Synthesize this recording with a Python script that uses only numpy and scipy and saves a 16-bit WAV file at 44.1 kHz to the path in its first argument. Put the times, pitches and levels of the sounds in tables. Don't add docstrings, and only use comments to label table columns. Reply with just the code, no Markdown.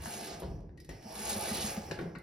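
import sys
import numpy as np
from scipy import signal
from scipy.fft import rfft, irfft, next_fast_len
from scipy.io import wavfile

SR = 44100
rng = np.random.default_rng(int(sys.argv[2]) if len(sys.argv) > 2 else 0)


def dump_mix(stems):
    frames = np.atleast_2d(stems).T
    limited = np.clip(frames, -1, 1)
    pcm = np.round(limited * 32767).astype(np.int16)
    wavfile.write(sys.argv[1], SR, pcm)


def boost_factor(decibels):
    exponent = np.asarray(decibels, float) / 20
    return 10 ** exponent


N = 97990


def at_hz(points, hz, column=1):
    p = np.array(points)
    return np.interp(np.log(hz + 1), np.log(p[:, 0]), p[:, column])


def in_time(rows):
    s, db = np.transpose(rows)
    return np.interp(np.arange(N) / SR, s, db)


def rms_one(x):
    return x / np.sqrt(np.mean(x ** 2) + 1e-20)


def colour(x, spectrum):
    gain = boost_factor(at_hz(spectrum, np.fft.rfftfreq(len(x), 1 / SR)))
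    return rms_one(irfft(rfft(x) * gain, len(x)))


def band_pass(x, low_hz, high_hz):
    return signal.sosfilt(signal.butter(2, [low_hz, high_hz], "band", fs=SR, output="sos"), x)


def drift(rate_hz):
    r = np.exp(-2 * np.pi * rate_hz / SR)
    return rms_one(signal.lfilter([1], [1, -2 * r, r * r], rng.standard_normal(N + SR))[SR:])


def patchy(x):
    patchy_db, rate_hz = 2.5, 14
    edges_hz = np.geomspace(60, 18000, 10)
    out = np.zeros(N)
    for k, (low, high) in enumerate(zip(edges_hz, edges_hz[1:])):
        out += band_pass(x, low, high) * boost_factor(patchy_db * drift(rate_hz)) * (-1) ** k
    return out


def ring(x, hz, t60_s):
    r, w = boost_factor(-60 / (t60_s * SR)), 2 * np.pi * hz / SR
    return signal.lfilter([0, np.sin(w)], [1, -2 * r * np.cos(w), r * r], x + 1e-18)


def contact(s, length_s):
    t = np.arange(int(.06 * SR)) / SR
    length_s = max(length_s, 1e-3)
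    burst = rng.standard_normal(len(t)) * np.exp(-2 * t / length_s)
    burst = burst * np.minimum(4 * t / length_s, 1)
    return int(s * SR), burst / np.sqrt(np.sum(burst ** 2))


def strike(hits, modes):
    out = np.zeros(N)
    for k, (hz, db, t60_s) in enumerate(modes):
        force = np.zeros(N + SR)
        for start, burst, gains in hits:
            force[start:start + len(burst)] += burst * gains[k] * boost_factor(db) * (-1) ** k
        out += ring(force[:N], hz, t60_s)
    return out


def quiet_room():
    # (frequency [Hz], density [dB per Hz])
    floor_spectrum = [(18, -15), (30, -40), (140, -3), (288, -13.5), (328, -3), (403, -10.5), (674, -37),
                      (14000, -92)]
    level_db = -57.5
    return np.array([boost_factor(level_db) * colour(rng.standard_normal(N), floor_spectrum) for _ in range(2)])


def sway():
    # (time [s], level [dB])
    sway_level = [(0.0, -34.5), (0.14, -80), (0.38, -42), (0.39, -77), (0.44, -39), (0.5, -37), (0.86, -53),
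                  (0.92, -39), (1.04, -85), (1.68, -44), (1.74, -55), (1.77, -46), (2.0, -46), (2.22, -57)]
    low = band_pass(rng.standard_normal(N + SR), 42, 125)[SR:]
    return rms_one(low) * boost_factor(in_time(sway_level) - 9.0)


def thuds():
    # (time [s], level [dB], pitch [Hz])
    sheet_thuds = [
        (0.002, -38, 82.6),
        (0.441, -40, 59),
        (0.489, -32.5, 52.4),
        (0.574, -38, 59),
        (.69, -54, 49),
        (.91, -52, 59.5),
        (1.12, -50, 60),
        (1.23, -51, 55),
    ]
    t60_s = 0.24
    out = np.zeros(N)
    for s, db, hz in sheet_thuds:
        t = np.maximum(np.arange(N) / SR - s, 0)
        out += boost_factor(db - 60 * t / t60_s) * np.sin(2 * np.pi * hz * t) * np.minimum(hz * t, 1)
    return out


def bumps():
    # (time [s], peak [dB], length [s])
    bar_bumps = [(0.42, -24, 0.043), (0.427, -45, 0.0036), (0.448, -32, 0.006), (0.474, -25, 0.0077),
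                 (0.514, -25.5, 0.0048), (.56, -33, .008), (0.589, -30.5, 0.0047), (.64, -34.5, 0.011),
                 (0.8894, -29.5, 0.039), (0.93, -36.5, 0.01), (1.766, -30, 0.01), (1.886, -36, .004),
                 (1.899, -31, 0.008), (1.906, -26, 0.003), (1.916, -21, 0.012), (1.974, -33, .006),
                 (1.981, -27, 0.003), (1.99, -24, 0.012), (1.999, -27, .006), (2.011, -23, 0.006),
                 (2.022, -25, 0.0064), (2.038, -24, 0.024), (2.057, -25, 0.0033), (2.073, -25.5, 0.0094),
                 (2.162, -31, 0.007)]
    cuts_hz = [2500, 500, 1210, 405, 303, 353, 304, 350, 1530, 504, 1000, 600, 490, 400, 1350, 1150, 300,
               1750, 606, 850, 600, 500, 454, 397, 404]
    # (frequency [Hz], level [dB], t60 [s])
    bar_modes = [(110, -8, .06), (175, -1, .05), (255, -3, .04), (325, -3, .04), (405, -2, .04),
                 (2050, -26, .04), (520, 0, .025), (680, 1, .02), (880, 2, .014), (1150, 1, .009),
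                 (1550, 1, .006), (2100, 0, .003), (3000, 4, .004), (4400, 5, .003)]
    hz, hits = np.array(bar_modes)[:, 0], []
    for (s, db, length_s), cut_hz in zip(bar_bumps, cuts_hz):
        start, burst = contact(s, length_s)
        burst[:24] -= np.hanning(24) / 12
        level = boost_factor(db - 11 + rng.normal(0, 1.5, len(bar_modes)))
        hits.append((start, burst, level / (1 + (hz / cut_hz) ** 2)))
    return strike(hits, bar_modes)


def slaps():
    slap_s = [.058, .242, .3985, .605, .6923, .7731, .7996, .845, .8899, .94, 1.026, 1.152, 1.229, 1.293,
              1.766, 1.9096, 1.988, 2.004, 2.1495, 2.185]
    # (peak [dB], length [s], tilt [dB per octave], ring of long modes [dB])
    slap_shapes = [(-34, 0.0033, -14.5, -17), (-32.5, 0.0092, 3, -15), (-51, 0.0066, 14.5, -9),
                   (-54.5, 0.0035, -3, -14), (-62.5, 0.0032, -15.5, -15), (-44, 0.011, -3, -1.5),
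                   (-40, 0.0074, 1.5, -2.5), (-43, 0.0093, 3, -15), (-30.5, 0.0089, -3, -6),
                   (-52, 0.0046, -10, -10), (-45, 0.0022, 0, -14), (-30, 0.01, -1, -12),
                   (-35, 0.0065, -1, -21), (-18, 0.016, 2.8, -13), (-30, 0.0034, -4.5, -20),
                   (-21.5, 0.01, -5.8, -18), (-29.5, 0.0085, -12.5, -18), (-43, 0.014, -7.5, 0.5),
                   (-37.5, 0.015, -12.5, -5.5), (-47.5, 0.0028, 7, -1)]
    # (frequency [Hz], level [dB], t60 [s])
    chain_modes = [(1900, -11, .07), (2040, -14, .06), (5250, -13, .03), (1600, -1, .0022), (2600, 2, .002),
                   (3700, 3, .002), (4800, 2, .002), (6400, 2, .0016), (8300, 2, .0014), (10500, 0, .0012),
                   (13500, -2, .001)]
    octaves = np.log2(np.array(chain_modes)[:, 0] / 4000)
    long = np.array(chain_modes)[:, 2] > .02
    hits = []
    for s, (db, length_s, tilt, ring_db) in zip(slap_s, slap_shapes):
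        gains_db = db - 6 + tilt * octaves + ring_db * long + rng.normal(0, 1.5, len(chain_modes))
        hits.append((*contact(s, length_s), boost_factor(gains_db)))
    return strike(hits, chain_modes)


def knocks():
    # (time [s], level [dB])
    tube_knocks = [
        (0.062, -40),
        (0.139, -54),
        (1.049, -39),
        (1.314, -37.5),
        (1.357, -30),
        (1.507, -27.5),
        (1.634, -30),
        (1.765, -27.5),
    ]
    # (frequency [Hz], level [dB], t60 [s])
    knock_modes = [(212, 2, .08), (97, -10, .1), (650, -9, .05), (1225, -14, .04)]
    push = np.hanning(int(.018 * SR))
    t = np.arange(len(push)) / SR
    out = np.zeros(N)
    for hz, db, t60_s in knock_modes:
        force = np.zeros(N + SR)
        swell = push * np.cos(2 * np.pi * hz * t) * 4 / len(push)
        for s, level_db in tube_knocks:
            start = int(s * SR)
            force[start:start + len(push)] += boost_factor(level_db + db) * swell
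        out += ring(force[:N], hz, t60_s)
    return out


def beads(pull_db):
    # (time [s], peak [dB])
    loud_ticks = [(1.0274, -84), (1.0553, -69), (1.0703, -66), (1.0947, -50), (1.124, -43.5), (1.1514, -47),
                  (1.177, -45), (1.1975, -45), (1.2269, -47), (1.2269, -39), (1.2538, -39), (1.294, -34),
                  (1.3273, -38.5), (1.3711, -34.5), (1.406, -45), (1.425, -43), (1.4454, -48),
                  (1.4728, -57), (1.4848, -36), (1.5087, -42), (1.5343, -36), (1.5477, -35.5), (1.579, -46),
                  (1.624, -39), (1.7103, -42), (1.7654, -47)]
    # (frequency [Hz], level [dB], t60 [s])
    bead_modes = [(5530, -24, 0.0015), (9180, 12, 0.0017), (10750, 3, 0.0058), (11900, -40, 0.0036)]
    slow_per_s, fast_per_s, jitter = 68, 66, .3
    rattle_db, tick_db, rattle_from_speed = 8, -6.5, .55
    speed = np.clip((pull_db - pull_db.max() + 22) / 20, 0, 1)
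    beads_per_s = (slow_per_s + (fast_per_s - slow_per_s) * speed) * (1 + jitter * drift(30))
    passing = np.diff(np.floor(np.cumsum(beads_per_s) / SR), prepend=0)
    scrape = rng.standard_normal(60) * np.hanning(60) / 5
    force = np.convolve(passing, scrape)[:N] * rng.uniform(0.71, 1, N)
    force = force * boost_factor(pull_db + rattle_db + 1.1 * drift(72)) * (speed > rattle_from_speed)
    for s, db in loud_ticks:
        force[int(s * SR)] += boost_factor(db + tick_db)
    return sum(boost_factor(db) * ring(force, hz, t60_s) for hz, db, t60_s in bead_modes)


def cloth(pull_db):
    # (frequency [Hz], density [dB per Hz])
    rub_spectrum = [(300, 4.5), (850, -5), (1300, -2.5), (3000, -2), (4300, 0), (7500, 2.5), (11000, -16.5),
                    (16000, -5.5)]
    # (frequency [Hz], width [Hz], level [dB])
    tube_modes = [(212.7, 25.6, -4), (321, 59, -10), (409, 52, -14), (555, 40, -9.5), (588, 70, -13),
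                  (648.3, 24, -10), (706, 12, -10), (772.6, 21.7, -8.5), (825, 42, -8), (888, 64, -10.5),
                  (1215, 25, -24.5), (1740, 28, -23), (4330, 290, -28.5), (5660, 1100, -8.5)]
    grains_per_s, grain_spread_db = 9000, 2.5
    tube_db, tube_follows, flutter_db, wander_db = -45, 0.68, 1.5, 2.5
    grain_db = grain_spread_db * np.minimum(rng.exponential(1, N), 5)
    grains = (rng.random(N) < grains_per_s / SR) * boost_factor(grain_db) * rng.choice([-1, 1], N)
    rub = colour(patchy(grains), rub_spectrum)
    rub = rub * boost_factor(pull_db + 2.5 + 1.2 * drift(40) + 1.2 * drift(15))
    tube = np.zeros(N)
    for k, (hz, width_hz, db) in enumerate(tube_modes):
        mode = rms_one(ring(grains, hz, 2.16 / width_hz))
        tube += boost_factor(db) * mode * (-1) ** k * boost_factor(wander_db * drift(4.0))
    tube_level_db = tube_db + tube_follows * (pull_db - pull_db.max()) + flutter_db * drift(18)
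    return rub + tube * boost_factor(tube_level_db)


def room(x):
    # (frequency [Hz], t60 [s])
    decay = [(100, 0.23), (500, 1), (2000, 0.45), (6000, 0.19), (14000, 0.13)]
    room_db = 3.5
    t, edges_hz = np.arange(SR // 2) / SR, np.geomspace(30, 18000, 11)
    tail = 0
    for low, high in zip(edges_hz, edges_hz[1:]):
        band = band_pass(rng.standard_normal((2, len(t))), low, high)
        t60_s = at_hz(decay, np.sqrt(low * high))
        tail = tail + band * boost_factor(-60 * t / t60_s) * np.sqrt(2 * np.log(1000) / (t60_s * SR))
    tail = boost_factor(room_db) * tail * np.clip(t / 0.00067, 0, 1)
    early = rng.standard_normal(len(t)) * np.exp(-t / 0.008)
    tail[0, 0] += 1
    tail[1] += early / np.sqrt(np.sum(early ** 2))
    return signal.fftconvolve(x[None], tail, axes=1)[:, :N]


def scene():
    # (time [s], level [dB])
    pull = [(0, -55.5), (.08, -52.5), (.23, -51), (.34, -59.5), (.41, -66.5), (.5, -75), (.85, -115),
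            (.9, -65), (1.0, -71.5), (1.08, -59), (1.2, -50.5), (1.27, -44), (1.33, -45), (1.52, -44.5),
            (1.7, -47), (1.76, -56.5), (1.87, -59.5), (2.0, -67), (2.22, -91)]
    bar_room_share, chain_room_share = .42, .65
    apart_cut_hz, slap_aside_db, leak_db = 6800, -2, -34
    pull_db, bar, chain = in_time(pull), bumps(), slaps()
    shade = sway() + bar_room_share * bar + chain_room_share * chain + beads(pull_db) + cloth(pull_db)
    near = (1 - bar_room_share) * bar + (1 - chain_room_share) * chain
    shared, apart = quiet_room() + room(shade) + near
    shared = shared + thuds() + knocks()
    dull = signal.cheby2(10, 60, apart_cut_hz, fs=SR, output="sos")
    slap_treble = chain - signal.sosfilt(dull, chain)
    aside = signal.sosfilt(dull, apart) + boost_factor(slap_aside_db) * slap_treble + boost_factor(leak_db) * apart
    return np.array([shared, aside])


def roll_off(x):
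    return signal.sosfilt(signal.butter(12, 16480, fs=SR, output="sos"), x)


def record(dry):
    # (frequency [Hz], likeness [0-1], left lead [rad], left over right [dB])
    ports = [(150, .97, 0, 0), (400, .92, -.2, -.5), (700, .4, -1, -.4), (2000, .5, 0, -1.5),
             (4500, .6, -.4, -3), (6400, .9, -1.2, -3), (7100, .9, -2.9, 0), (7800, .9, -np.pi, 0),
             (8800, .9, -np.pi, 0), (10500, .9, -2 * np.pi, 0), (12500, .9, -2 * np.pi, 0),
             (13700, .9, -3 * np.pi, 0), (14900, .9, -3 * np.pi, 0), (15600, .9, -2.92 * np.pi, 0),
             (16300, .9, -3 * np.pi, 0)]
    size = next_fast_len(N + 2048)
    hz, (shared, apart) = np.fft.rfftfreq(size, 1 / SR), rfft(dry, size)
    alike = np.clip(at_hz(ports, hz), 0, 1)
    half = np.exp(.5j * at_hz(ports, hz, column=2)) * boost_factor(at_hz(ports, hz, column=3) / 2)
    mid = np.sqrt((1 + alike) / 2) * shared
    side = np.sqrt((1 - alike) / 2) * apart
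    mix = irfft(np.array([(mid + side) * half, (mid - side) / half]), size)[:, :N]
    return roll_off(mix)


dry = scene()
out = record(dry)
dump_mix(out)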